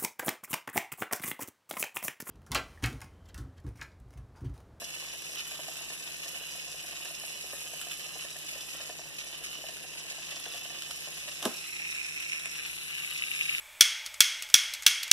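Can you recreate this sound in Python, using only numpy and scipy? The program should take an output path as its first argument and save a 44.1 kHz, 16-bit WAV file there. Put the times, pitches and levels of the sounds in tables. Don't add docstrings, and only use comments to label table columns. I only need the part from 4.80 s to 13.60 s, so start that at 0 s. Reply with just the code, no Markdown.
import sys
import numpy as np
from scipy import signal
from scipy.fft import rfft, irfft, next_fast_len
from scipy.io import wavfile
from scipy.ndimage import map_coordinates

SR = 44100
rng = np.random.default_rng(int(sys.argv[2]) if len(sys.argv) > 2 else 0)


def generate_wav(sig):
    pcm = np.round(np.clip(np.atleast_2d(sig).T, -1, 1) * 32767).astype(np.int16)
    wavfile.write(sys.argv[1], SR, pcm)


N = 388080
TIME = np.arange(N) / SR


def amp(db):
    return 10 ** (np.asarray(db) / 20)


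def unit(x):
    return x / np.sqrt(np.mean(x ** 2) + 1e-20)


def along(points, hz):
    f, v = np.transpose(points)
    return np.interp(np.log(hz + 1), np.log(f + 1), v)


def curves(rows):
    s, *cols = np.transpose(rows)
    return [np.interp(TIME, s, c) for c in cols]


def wobble(rate):
    return map_coordinates(rng.standard_normal(int(N * rate / SR) + 4), [TIME * rate])


def filtered(x, response):
    m = next_fast_len(N + SR // 2)
    return irfft(rfft(x, m) * response(np.fft.rfftfreq(m, 1 / SR)), m)[..., :N]


def ring(x, spectrum, low_hz, size=2048):
    hz = np.fft.rfftfreq(size, 1 / SR)
    radiated = hz ** 2 / (hz ** 2 + low_hz ** 2)
    cepstrum = irfft(np.log(amp(along(spectrum, hz)) * radiated + 1e-6))
    cepstrum[1:size // 2] *= 2
    cepstrum[size // 2 + 1:] = 0
    response = irfft(np.exp(rfft(cepstrum)))
    return signal.fftconvolve(x, response / np.linalg.norm(response))[:N]


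def impacts(turns, scatter, spread_db, count):
    marks = np.arange(int(turns[-1] * count)) / count
    late, size = rng.standard_normal((2, len(marks)))
    at = np.interp(marks + scatter * late, turns, np.arange(N)).astype(int)
    strength = amp(spread_db * np.minimum(size, 2)) * rng.choice([-1, 1], len(at))
    return unit(np.bincount(at, strength, N))


def blows(rows, t60, scuff):
    out, t = np.zeros(N + SR), np.arange(SR // 10) / SR
    for s, db in rows:
        push = scuff * unit(rng.standard_normal(len(t)) * amp(-60 * t / t60)) / np.sqrt(len(t))
        push[0] += 1
        out[round(s * SR):][:len(t)] += amp(db) * push
    return out[:N]


def swells(rows, rise, life):
    power, t = np.zeros(N), np.arange(SR // 5) / SR
    for s, db in rows:
        power[min(round(s * SR), N - 1)] += amp(db) ** 2
    return np.abs(signal.fftconvolve(power, np.exp(-t / life) * (1 - np.exp(-t / rise)))[:N])


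def sum_difference(pair):
    return np.array([pair[0] + pair[1], pair[0] - pair[1]])


def aside(x, side_db):
    return np.array([np.zeros(N), amp(side_db) * x])


# (frequency [Hz], t60 [s])
ROOM_DECAY = [(200, 0.28), (3000, 0.1), (12000, 0.14)]


def room(x, wet_db, size=16384):
    hop = size // 2
    starts = np.arange(0, N + hop, hop)
    padded = np.pad(x, (hop, 2 * size))
    pieces = padded[starts[:, None] + np.arange(size)] * np.sin(np.pi * np.arange(size) / size)
    hz, t, z = signal.stft(rng.standard_normal((len(starts), 2, hop)), SR, nperseg=256)
    decay = amp(-60 * t / along(ROOM_DECAY, hz)[:, None])
    tails = signal.istft(z * decay, SR, nperseg=256)[1]
    tails = tails / np.linalg.norm(tails, axis=2, keepdims=True)
    echoes = signal.fftconvolve(pieces[:, None], tails, axes=2)
    wet = np.zeros((2, N + 4 * size))
    for start, echo in zip(starts, echoes):
        wet[:, start:start + echo.shape[1]] += echo
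    return np.array([x, np.zeros(N)]) + amp(wet_db) * wet[:, hop:hop + N]


# (time [s], turns per second [Hz])
MOTOR_SPEED = [(0, 145), (.5, 147), (1.9, 143.9), (2.6, 147.6), (3.1, 143.6), (4.4, 147.8), (5.2, 147.4),
               (6, 144), (6.6, 143.6), (6.95, 155.5), (7.4, 151.4), (7.8, 148), (8.2, 143.5), (8.8, 144.8)]


def motor_turns():
    return np.cumsum(curves(MOTOR_SPEED)[0] * (1 + .004 * wobble(12))) / SR


TURNS_PER_STRIDE, TURNS_PER_ROCK = 12.81, 50.8
STRIDE_PHASE, ROCK_PHASE = 0.52, 0.61


def strides(turns, scatter):
    marks = (np.arange(int(turns[-1] / TURNS_PER_STRIDE)) + STRIDE_PHASE) * TURNS_PER_STRIDE
    return np.interp(marks + scatter * TURNS_PER_STRIDE * rng.standard_normal(len(marks)), turns, TIME)


SURGE_DB, ROCK_DB = -46, 8
# (time [s], relative level [dB])
LURCHES = [(0.136, -35), (0.246, -38), (0.584, -30), (0.71, -34), (0.967, -31), (1.131, -34), (1.472, -37),
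           (1.557, -37), (2.077, -34), (2.155, -33.5), (2.25, -36), (2.378, -43), (2.776, -34),
           (3.013, -32.5), (3.108, -29.5), (3.407, -31.5), (3.684, -31.5), (3.808, -34), (4.012, -34.5),
           (4.384, -33.5), (4.526, -33.5), (4.637, -29.5), (4.713, -34), (4.882, -37), (5.172, -32),
           (5.297, -28), (5.507, -31.5), (5.723, -40), (5.846, -31.5), (5.922, -37), (6.215, -35),
           (6.369, -33), (6.476, -29), (7.114, -31), (7.254, -33.5), (7.413, -34), (7.515, -30.5),
           (7.779, -31.5), (7.85, -33.5), (7.916, -33), (8.179, -33), (8.246, -32), (8.414, -40),
           (8.598, -43), (8.687, -37)]


def gear_load(turns):
    rock = np.cos(2 * np.pi * (turns / TURNS_PER_ROCK - ROCK_PHASE))
    steps = [(s, SURGE_DB + ROCK_DB * rock[int(s * SR)]) for s in strides(turns, scatter=0.13)]
    return steps + list(LURCHES)


# (frequency [Hz], relative level [dB])
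SHELL_COLOUR = [(900, -14), (1500, -12.5), (2100, -6), (2600, 1), (2950, -1.75), (3300, -10.5), (3750, -7),
                (4650, -9), (5400, -6), (6300, -7), (7200, -6.5), (8700, -11.5), (9900, -8), (10550, -7),
                (11100, -8.5), (12000, -11.5), (13300, -17), (14500, -30)]
# (frequency [Hz], width [Hz], gain [ratio])
NOOK_MODES = [(2570, 13, 0.15), (2640, 11, 0.39), (2905, 7.2, 0.93), (2998, 12, 1.35), (3030, 26, 0.61),
              (3477, 77, 0.82)]


def gear_noise(turns, spread_db, rub):
    load = amp(1.6 * np.cos(2 * np.pi * turns) + 2.8 * wobble(150))
    rattle = impacts(turns, scatter=.06, spread_db=spread_db, count=7)
    drive = load * (rattle + rub * rng.standard_normal(N))
    shell = unit(ring(drive, SHELL_COLOUR, low_hz=866))

    def resonances(hz):
        return sum(g * 1j * hz * w / (c * c - hz * hz + 1j * hz * w) for c, w, g in NOOK_MODES)
    return shell + filtered(shell, resonances) * np.clip((KNOCK[0][0] - TIME) / 0.51 + 1, 0, 1)


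# (time [s], relative level [dB])
WHIRR_LEVEL = [(0.05, -46.5), (0.82, -45.5), (1.62, -46.5), (3.1, -46), (3.55, -47.5), (3.9, -45.5),
               (4.28, -49), (4.55, -47.5), (5.6, -46), (7.12, -45), (7.37, -44), (8.07, -45.5),
               (8.4, -43.5), (8.78, -41)]
WHIRR_DB = 6
# (time [s], level relative to the whirr [dB])
FIZZ_LEVEL = [(0, -3.5), (3.2, -1.5), (4.2, -4), (5.4, -5.5), (6.2, -3.5), (7.5, -5), (8.1, -1),
              (8.8, -2.5)]


def gearbox(turns):
    steady = amp(curves(WHIRR_LEVEL)[0] + WHIRR_DB) ** 2
    surge = swells(gear_load(turns), rise=0.0022, life=0.012)

    def above(hz, edge):
        return 1 / (1 + (edge / (hz + 1)) ** 8)
    whirr = filtered(gear_noise(turns, spread_db=4.0, rub=0.93), lambda hz: np.sqrt(1 - above(hz, 4380)))
    hiss = filtered(gear_noise(turns, spread_db=5.0, rub=0.68),
                    lambda hz: np.sqrt(above(hz, 3670) * (1 - above(hz, 7020))))
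    fizz = filtered(gear_noise(turns, spread_db=5.0, rub=1.14), lambda hz: np.sqrt(above(hz, 7940)))
    whirr = whirr * np.sqrt(steady + 0.73 * surge)
    hiss = hiss * np.sqrt(steady + 0.13 * surge) * amp(1.6 * wobble(160))
    fizz = fizz * np.sqrt(steady + 0.21 * surge) * amp(curves(FIZZ_LEVEL)[0] + 2)
    direct = amp(-6) * (whirr + hiss + fizz)
    wash = amp(-6.5) * np.sqrt(steady + 0.56 * surge) * gear_noise(turns, spread_db=-2.0, rub=0.88)
    return room(direct, wet_db=-2.5) + aside(wash, side_db=1.0)


HELD_DB, FREE_DB, LOOSEN_S = -71, -35, 0.33
# (time [s], relative level [dB])
HARD_TICKS = [(7.6572, -20), (8.4224, -19), (8.438, -20), (8.5151, -19), (8.6105, -15.5), (8.6935, -18),
              (8.7491, -19)]


def linkage(turns, ring_hz, life, spread_db):
    t = np.arange(SR // 100) / SR
    tick = np.sin(2 * np.pi * ring_hz * t) * (t * t) * np.exp(-t / life)
    contacts = impacts(turns, scatter=0.092, spread_db=spread_db, count=7)
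    chatter = unit(signal.fftconvolve(contacts, tick)[:N])
    hard = signal.fftconvolve(blows(HARD_TICKS, t60=.01, scuff=0), tick / np.abs(tick).max())[:N]
    free = np.clip((TIME - KNOCK[0][0]) / LOOSEN_S, 0, 1)
    whirr_db = curves(WHIRR_LEVEL)[0]
    level_db = HELD_DB + (FREE_DB - HELD_DB) * free + 1.8 * (whirr_db - whirr_db.mean())
    lurch = swells(LURCHES, rise=.002, life=0.0089) / amp(whirr_db + WHIRR_DB) ** 2
    return amp(level_db) * np.sqrt(0.19 + 0.12 * lurch) * chatter + amp(5) * hard


# (time [s], relative level [dB])
LEG_SNAPS = [(0.4203, -36), (0.5563, -33), (3.0127, -30.5), (3.4082, -41), (4.6385, -36), (4.6525, -39),
             (4.886, -38), (4.9686, -34.5), (5.133, -40), (5.506, -35.5), (5.659, -42), (5.722, -37),
             (6.0205, -30.5), (6.1087, -30.5)]
# (time [s], relative level [dB])
SWATS = [(6.6258, -30), (6.6522, -21.5), (7.5956, -29.5), (7.656, -28.5)]
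# (frequency [Hz], relative level [dB])
SNAP_COLOUR = [(900, -13), (3000, 1), (4500, -5), (10000, -5.5), (14000, -18)]
SNAP_RISE_S, SNAP_DB = .0008, -2.5


def snaps(rows):
    out, t = np.zeros(N + SR), np.arange(SR // 50) / SR
    swell = t * t * np.exp(-t / SNAP_RISE_S)
    for s, db in rows:
        out[round(s * SR):][:len(t)] += amp(db + SNAP_DB) * swell / swell.max() * rng.standard_normal(len(t))
    return ring(out[:N], SNAP_COLOUR, low_hz=700)


# (time [s], relative level [dB])
KICKS = [(0.018, -41), (0.096, -53), (0.161, -50), (0.224, -46), (0.34, -47.5), (0.492, -51), (0.714, -46),
         (0.791, -41), (0.883, -41.5), (0.96, -60), (1.008, -48.5), (1.102, -41), (1.289, -51),
         (1.406, -59), (1.459, -44), (1.557, -49), (1.608, -48.5), (1.75, -47), (1.874, -47), (1.943, -45),
         (2.041, -46), (2.083, -49), (2.125, -46.5), (2.203, -46.5), (2.253, -45.5), (2.305, -47),
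         (2.435, -44), (2.502, -50), (2.64, -45.5), (2.731, -40.5), (2.854, -48), (2.933, -45),
         (2.999, -52), (3.066, -46.5), (3.19, -51), (3.262, -46.5), (3.356, -44.5), (3.446, -42),
         (3.498, -54), (3.556, -46), (3.641, -57), (3.754, -44.5), (3.942, -45), (4.0, -44.5), (4.093, -41),
         (4.192, -42.5), (4.305, -51), (4.441, -55), (4.531, -52), (4.611, -50), (4.689, -52), (4.785, -48),
         (4.84, -43.5), (4.888, -43.5), (5.039, -46), (5.153, -49), (5.251, -49), (5.311, -48.5),
         (5.38, -48), (5.52, -50), (5.564, -47.5), (5.661, -41), (5.744, -44), (5.854, -45.5), (5.901, -46),
         (5.946, -42.5), (6.093, -45), (6.171, -60), (6.274, -44), (6.476, -48.5)]
# (frequency [Hz], relative level [dB])
KICK_NOTES = [(560, -13), (630, -3), (705, -1), (790, -12)]
# (frequency [Hz], relative level [dB])
LIGHT_COLOUR = [(100, -18.5), (230, -4), (400, -1), (520, 3.5), (700, 3.5), (850, -5), (1050, -1),
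                (1400, -13), (1800, 3), (2300, -48), (5000, -46)]
KICK_RING_DB, KICK_SCUFF_DB = 1, 8.5
KICK_T60_S, KICK_ATTACK_S = 0.072, 0.0032
KICK_VARY_DB, KICK_DETUNE = 3.5, 0.032


def kicks():
    out, t = np.zeros(N + SR), np.arange(SR // 10) / SR
    hz, note_db = np.transpose(KICK_NOTES)
    fade = amp(-60 * t / KICK_T60_S) * (1 - np.exp(-t / KICK_ATTACK_S))
    for s, db in KICKS:
        mix = amp(note_db + KICK_VARY_DB * rng.standard_normal(len(hz)))
        detuned = hz * (1 + KICK_DETUNE * rng.standard_normal())
        cycles = np.outer(detuned, t) + rng.random((len(hz), 1))
        notes = mix / np.linalg.norm(mix) @ np.sin(2 * np.pi * cycles)
        out[round(s * SR):][:len(t)] += amp(db + KICK_RING_DB) * fade * notes
    scuffs = blows([(s, db + KICK_SCUFF_DB) for s, db in KICKS], t60=0.061, scuff=4.5)
    return out[:N] + ring(scuffs, LIGHT_COLOUR, low_hz=249)


PATTER_DB = -60.5
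# (time [s], relative level [dB])
FLICK = [(7.657, -34)]


def scrabble(turns):
    contacts = impacts(turns, scatter=0.2996, spread_db=7.5, count=4)
    patter = unit(ring(contacts, LIGHT_COLOUR, low_hz=123))
    flick = ring(blows(FLICK, t60=0.096, scuff=3.1), LIGHT_COLOUR, low_hz=247)
    return amp(PATTER_DB) * patter * (TIME < KNOCK[0][0]) + flick


DRAG_DB, DRAG_S = -41, 0.03
REBOUND_S, REBOUND_LOSS_DB, REBOUND_DB, BODY_LAG_S = .0047, 5, 11.5, .0022
# (time [s], relative level [dB])
KNOCK = [(6.654, -14)]
# (frequency [Hz], relative level [dB], t60 [s])
DOOR_MODES = [(201, -3.5, 0.098), (241, 3, 0.088), (303, 0, 0.08), (363, -2, 0.1), (432, -3, 0.11),
              (535, -1, 0.08), (633, -4.5, 0.088), (733, -11, 0.09), (950, -12, 0.14), (1120, -10, 0.08),
              (1516, 4, 0.027)]
# (frequency [Hz], relative level [dB])
SCRAPE_COLOUR = [(60, -19), (130, -4), (290, 8), (420, 0.5), (700, -1.5), (1100, -7), (1700, -12),
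                 (2300, -25), (5000, -24)]


def knock():
    out, t = np.zeros(N + SR), np.arange(SR // 2) / SR
    (s, db), = KNOCK
    modes = sum(amp(level - 60 * t / t60) * np.sin(2 * np.pi * hz * t) * (-1) ** k
                for k, (hz, level, t60) in enumerate(DOOR_MODES))
    out[round(s * SR):][:len(t)] = amp(db - 14) * modes * (1 - np.exp(-t / 0.0026))
    rebounds = [(s + BODY_LAG_S + k * REBOUND_S, db + REBOUND_DB - REBOUND_LOSS_DB * k) for k in range(8)]
    judder = ring(blows(rebounds, t60=0.013, scuff=0.6), SCRAPE_COLOUR, low_hz=90)
    rub = amp(DRAG_DB) * (TIME > s - DRAG_S) * amp(-60 * np.maximum(TIME - s, 0) / 0.47)
    return out[:N] + judder + rub * unit(ring(rng.standard_normal(N), SCRAPE_COLOUR, low_hz=600))


def motor_hum(turns):
    return amp(-70.0 + 1.3 * wobble(6.6)) * unit(np.sin(2 * np.pi * turns))


# (frequency [Hz], relative level [dB])
AIR_MID = [(15, -58), (25, -33), (49, -2), (117, -11.5), (146, -4), (216, -5.5), (316, -8.5), (362, -2),
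           (415, -5.5), (1500, -14), (1950, -10.5), (3300, -120)]
AIR_SIDE = [(15, -52), (25, -20), (49, -69), (118, 5), (151, 29), (440, 31), (1070, -59), (1200, -46),
            (1560, -55), (2640, -120)]
# (frequency [Hz], mid level [dB], side level [dB])
APPLIANCE_HUM = [(58, -85.5, -64), (157.2, -72, -64.5), (313.3, -71, -74)]


def background():
    air = [amp(db) * unit(filtered(rng.standard_normal(N), lambda hz: amp(along(colour, hz))))
           for colour, db in ((AIR_MID, -62), (AIR_SIDE, -64))]
    hum = sum(amp([[mid_db], [side_db]]) * unit(np.sin(2 * np.pi * (hz * TIME + rng.random())))
              for hz, mid_db, side_db in APPLIANCE_HUM)
    return np.array(air) + hum


NEARS_AT_S, TURN_S = 7.8, 0.31
# (frequency [Hz], gain [dB])
OPEN_TINT = [(1200, -1.5), (1900, 4), (2550, 3.5), (2950, -4.5), (3900, 0.5), (4700, -8), (5550, 3.5),
             (6400, -4), (7300, 0), (10100, -0.5), (12500, -3.5)]
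NEAR_TINT = [(1000, -1.5), (1650, 4.5), (2500, -1), (2950, 2), (3750, 3), (5000, -2.5), (8200, -2),
             (10400, 1), (13000, -1)]


def turned(toy):
    out_of_nook = np.clip((TIME - KNOCK[0][0]) / TURN_S, 0, 1)
    near = np.clip((TIME - NEARS_AT_S) / TURN_S + .5, 0, 1)
    in_open, close_by = [filtered(toy, lambda hz: amp(along(tint, hz))) for tint in (OPEN_TINT, NEAR_TINT)]
    return (1 - out_of_nook) * toy + out_of_nook * ((1 - near) * in_open + near * close_by)


# (frequency [Hz], crossfeed share [ratio])
CROSSFEED = [(300, .5), (1100, .9), (2000, .99), (2380, .99), (2950, .32), (3350, .4), (4100, .55),
             (4550, .6), (5400, .35), (6900, .4), (8800, .3), (11200, .35), (13000, .2)]


def widen(pair, delay=0.0004428):
    def combs(hz):
        share = np.clip(along(CROSSFEED, hz), 0, 1)
        cross = share * np.exp(-2j * np.pi * hz * delay)
        return np.array([1 - cross, 1 + cross]) / np.sqrt(1 + share ** 2)
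    return filtered(pair, combs)


EXTRA_PATH_M, SOUND_M_PER_S = 0.0031, 343
NARROW_AT_S, NARROW_FOR_S, NARROW_SHARE = 7.07, 0.7, 0.37
CROSSES_AT_S, CROSSING_S = 7.72, 0.13
BEARING = np.tanh((TIME - CROSSES_AT_S) / CROSSING_S)
# (frequency [Hz], left minus right [dB])
LEAN_RIGHT = [(1100, 0), (1700, 5), (2050, 0), (2400, 0), (2850, -6), (3600, -3), (4600, -.5), (5300, -3.5),
              (6500, 0), (9000, 0), (10500, 2), (13000, 1)]
LEAN_LEFT = [(1100, 0), (1600, 2), (1950, 0), (2500, 0), (2900, 2), (3600, -3), (4600, -.5), (9000, -.5),
             (10500, 3)]


def place(toy):
    def lag(hz):
        return np.exp(np.array([[-1j], [1j]]) * np.pi * hz * EXTRA_PATH_M / SOUND_M_PER_S)
    placed = sum_difference(filtered(sum_difference(toy), lag)) / 2
    narrow = NARROW_SHARE * np.exp(-((TIME - NARROW_AT_S) / NARROW_FOR_S) ** 4)
    pair = sum_difference((1 - narrow) * widen(placed) + narrow * placed)
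    right, left = [filtered(pair, lambda hz: amp(np.array([[.5], [-.5]]) * along(lean, hz)))
                   for lean in (LEAN_RIGHT, LEAN_LEFT)]
    return sum_difference(right + (left - right) * (1 + BEARING) / 2) / 2


def scene():
    turns = motor_turns()
    clicks = snaps(LEG_SNAPS + SWATS)
    links = amp(-15) * linkage(turns, ring_hz=2560, life=0.00036, spread_db=12.5)
    toy = gearbox(turns) + room(clicks, wet_db=-5)
    toy += room(links, wet_db=2.0) + aside(links * BEARING, side_db=10.5)
    rest = room(scrabble(turns) + kicks(), wet_db=-11.5) + room(knock(), wet_db=-14) + background()
    rest[0] += motor_hum(turns)
    return sum_difference(place(turned(toy)) + rest)


TOP_HZ = 14350


def record(dry):
    return filtered(dry, lambda hz: hz < TOP_HZ)


dry = scene()
out = record(dry)
generate_wav(out)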